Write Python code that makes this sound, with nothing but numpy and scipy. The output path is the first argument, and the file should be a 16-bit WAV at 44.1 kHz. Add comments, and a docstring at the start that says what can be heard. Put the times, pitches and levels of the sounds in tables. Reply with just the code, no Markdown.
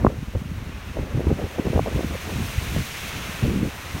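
"""Two hard knocks and a low rumble come first: wind buffets a small mono microphone near the ground.
The rumble breaks into a rough flutter in the stronger puffs, and single eddies thump on the port.
Behind this the same gust builds in tall conifers and leafy trees: boughs roar, needles hiss and
leaves rustle, then it eases a little."""
import sys
import numpy as np
from scipy import signal
from scipy.fft import rfft, irfft
from scipy.io import wavfile
from scipy.ndimage import uniform_filter1d

SR = 44100
rng = np.random.default_rng(int(sys.argv[2]) if len(sys.argv) > 2 else 0)


def master(y):
    """Save y as 16-bit WAV."""
    cut = np.clip(np.atleast_2d(y).T, -1, 1)
    pcm = np.round(cut * 32767)  # scale
    wavfile.write(sys.argv[1], SR, pcm.astype(np.int16))


N = 176400


def buffeting():
    """Turbulent pressure on the port: a puffing rumble, a ragged flutter and one hollow burble."""
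    # strength of the buffeting: t/s, rumble level/dB, flutter level/dB
    strength = [(0, -32, -38), (.06, -22, -34.5), (.11, -28.5, -35.5), (.2, -37.5, -54), (.325, -36.5, -55),
                (.357, -24, -31), (.385, -38, -49), (.6, -36, -56.5), (.94, -37, -52), (.975, -27.5, -29),
                (1.015, -31.5, -39), (1.12, -31, -42), (1.18, -24, -35.5), (1.24, -29, -36),
                (1.275, -24, -31), (1.31, -22, -27), (1.355, -32, -47.5), (1.39, -33.5, -32),
                (1.44, -27.5, -30), (1.485, -36, -48), (1.555, -43, -41), (1.6, -26, -27),
                (1.635, -42, -45), (1.662, -25, -26), (1.72, -34, -40.5), (1.752, -21, -26),
                (1.79, -24, -31), (1.837, -31, -65), (1.865, -33, -25.5), (1.92, -28, -39),
                (1.96, -23, -31.5), (2, -32, -30.5), (2.09, -29, -45), (2.15, -26.5, -33.5),
                (2.205, -40, -67), (2.275, -34, -36), (2.375, -30.5, -41.5), (2.45, -27.5, -54),
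                (2.49, -38, -48), (2.69, -34.5, -54), (2.765, -30, -39), (2.795, -24, -64),
                (2.85, -47, -64), (3.13, -37.5, -48), (3.39, -41.5, -55), (3.44, -20.5, -32.5),
                (3.52, -33, -43), (3.67, -32, -40), (3.715, -44, -56), (3.91, -46.5, -59),
                (3.965, -26.5, -48), (4, -34.5, -68)]
    # spectra of the three pressure fluctuations: f/Hz, relative spectral level/dB
    rumble_colour = [(30, -63), (43, 2), (76, 6.5), (120, -2.5), (220, -7), (320, -14.5), (500, -27.5),
                     (1000, -64)]
    flutter_colour = [(80, -65), (200, 1), (320, 0.5), (520, 0), (700, -7.5), (900, -14.5), (1300, -19),
                      (2000, -26), (3500, -69)]
    burble_colour = [(90, -7), (160, 2.5), (205, 3), (290, -7), (400, -6.5), (520, -16), (900, -53)]
    t = np.arange(N) / SR
    rumble_db, flutter_db = curves(strength)
    puffs = unit(undb(4.5 * np.tanh(2 * drift(50))))
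    rumble = steady(noise(rumble_colour)) * puffs * undb(rumble_db + 2.5)
    roughness = undb(4.5 * drift(220))
    flutter = steady(noise(flutter_colour) * roughness) * undb(flutter_db + 1.5)
    # the port burbles while the air blows straight across it
    start_s, end_s, fade_s = 3.43, 3.695, 0.022
    crossflow = np.clip(np.minimum(t - start_s, end_s - t) / fade_s, 0, 1)
    burble = steady(noise(burble_colour)) * crossflow * undb(-25)
    return rumble + flutter + burble


def eddies():
    """Convected vortices: each pushes, then sucks at the port; small ones pass faster and sound higher."""
    # eddies that hit the port: t/s, f/Hz, peak level/dB
    passages = [(0.063, 332, -12), (0.0806, 119, -15.5), (.189, 115, -22), (.23, 177, -20.5),
                (0.283, 156, -26.5), (.371, 92.5, -18.5), (.42, 177, -23.5), (.459, 143, -21.5),
                (0.5187, 146, -21.5), (0.586, 92, -20), (0.6955, 207, -25.5), (0.9709, 554, -22),
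                (1.176, 330, -19), (1.184, 139, -15), (1.196, 444, -18.5), (1.2069, 436, -17),
                (1.2714, 206, -10.5), (1.316, 304, -9), (1.328, 123, -11.5), (1.5983, 262, -13.5),
                (1.6544, 350, -17), (1.704, 156, -15.5), (1.7332, 400, -14), (1.7629, 142, -11.5),
                (1.778, 567, -13), (1.7946, 590, -7), (1.862, 600, -17.5), (1.9931, 380, -14),
                (2.047, 226, -17), (2.585, 82, -13), (2.764, 525, -19), (2.768, 186, -15.5),
                (3.297, 151, -24.5), (3.347, 164, -28), (3.48, 242, -13.5), (3.5612, 195, -13),
                (3.6305, 208, -9.5)]
    falloff = 4.1  # how steeply the pressure dies away from the core
    t, out = np.arange(N) / SR, np.zeros(N)
    for at, hz, peak_db in passages:
        near = np.abs(t - at) < 2 / hz
        cycles = hz * (t[near] - at)
        pressure = -np.sin(2 * np.pi * cycles) / (1 + cycles ** 2) ** falloff
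        out[near] += undb(peak_db) * pressure / np.abs(pressure).max()
    return out


def knocks():
    """Impulse response: each push rings the housing's damped modes, dull or bright by its band edge."""
    # knocks on the microphone: t/s, upper band edge f/Hz, peak level/dB
    pushes = [(0.0477, 895, -3), (0.0667, 1600, -2), (1.7912, 1900, -16.5)]
    # modes of its housing: f/Hz, decay time T60/s, relative level/dB
    modes = [(333, 0.017, -5.5), (565, 0.0048, 4), (1070, 0.0098, 0)]
    t, out = np.arange(N) / SR, np.zeros(N)
    for at, edge_hz, peak_db in pushes:
        age = np.clip(t - at, 0, .1)
        ring = sum(undb(db - 60 * age / t60) * np.sin(2 * np.pi * hz * age) for hz, t60, db in modes)
        band = signal.butter(4, [100, edge_hz], "band", fs=SR, output="sos")
        ring = signal.sosfilt(band, ring + 1e-18)
        out += undb(peak_db) * ring / np.abs(ring).max()
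    return out


def trees():
    """Flow noise: boughs, needles and leaves each swell with the gust and flicker a little on their own."""
    # wind in the crowns: t/s, then relative level/dB of boughs, needles and leaves
    gust = [(0, -1, -14.5, -13.5), (.15, -8.5, -14, -14), (.55, -6, -14, -14), (.78, -4.5, -10.5, -14.5),
            (1.1, -5, -11, -13), (2.1, -1, -5.5, -5.5), (2.48, 0.5, -3.1, -1), (3.04, 0.9, -0.7, -0.5),
            (3.38, 2, -2.5, -3), (3.62, -1.5, -7, -6), (4, 1, -4.5, -4)]
    # where the band of each of the three has full weight: f/Hz
    band_hz = [1060, 2400, 9600]
    # spectrum of the trees: f/Hz, relative spectral level/dB
    colour = [(40, 0.5), (100, 4.5), (250, -5.5), (800, -5), (1700, -2), (2200, 0.5), (2600, 1.3),
              (2950, -2), (4000, -6), (4900, -11), (5400, -9), (6300, -8.5), (7600, -14.5), (9000, -13.5),
              (10400, -17), (11500, -15.5), (15500, -17)]
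    base_db, flicker_db = -32.5, 0.64
    spectrum, out = rfft(noise(colour)), 0
    for gust_db, selector in zip(curves(gust), np.eye(len(band_hz))):
        weight = np.interp(log_bins(), np.log(band_hz), selector)  # neighbouring bands crossfade
        band = irfft(spectrum * weight, N)
        out = out + band * undb(base_db + gust_db + flicker_db * drift(60))
    return out


def undb(db):
    """Amplitude ratio of a level in decibels."""
    return 10 ** (np.asarray(db) / 20)


def unit(x):
    """Normalisation to an rms of 1."""
    return x / np.sqrt(np.mean(x ** 2))


def curves(table):
    """Linear interpolation in time of each column of a table."""
    times, *columns = np.array(table).T
    return [np.interp(np.arange(N) / SR, times, column) for column in columns]


def log_bins():
    """Logarithmic frequency of every spectral bin."""
    return np.log(np.maximum(np.fft.rfftfreq(N, 1 / SR), 1))


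def noise(colour):
    """Spectral shaping of white noise through points of f/Hz, level/dB."""
    hz, db = np.array(colour).T
    gain = undb(np.interp(log_bins(), np.log(hz), db))
    return unit(irfft(rfft(rng.standard_normal(N)) * gain, N))


def drift(rate_hz):
    """Random modulation: smoothed steps with an rms of 1."""
    width = max(int(SR / rate_hz), 2)
    steps = np.repeat(rng.standard_normal(N // width + 1), width)
    return unit(uniform_filter1d(uniform_filter1d(steps, width), width)[:N])


def steady(x):
    """Division by the running rms evens out slow swells and keeps the fast grain."""
    width = int(.05 * SR)
    power = uniform_filter1d(uniform_filter1d(x ** 2, width), width // 2)
    return x / np.sqrt(power + 1e-9)


def scene():
    """Superposition of the trees and the wind on the microphone, the same in both channels."""
    return np.tile(trees() + buffeting() + eddies() + knocks(), (2, 1))


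def record(dry):
    """Band limiting: a steep low-pass cuts the top."""
    top_hz = 15800
    return signal.sosfilt(signal.ellip(10, .1, 80, top_hz, fs=SR, output="sos"), dry)


dry = scene()
out = record(dry)
master(out)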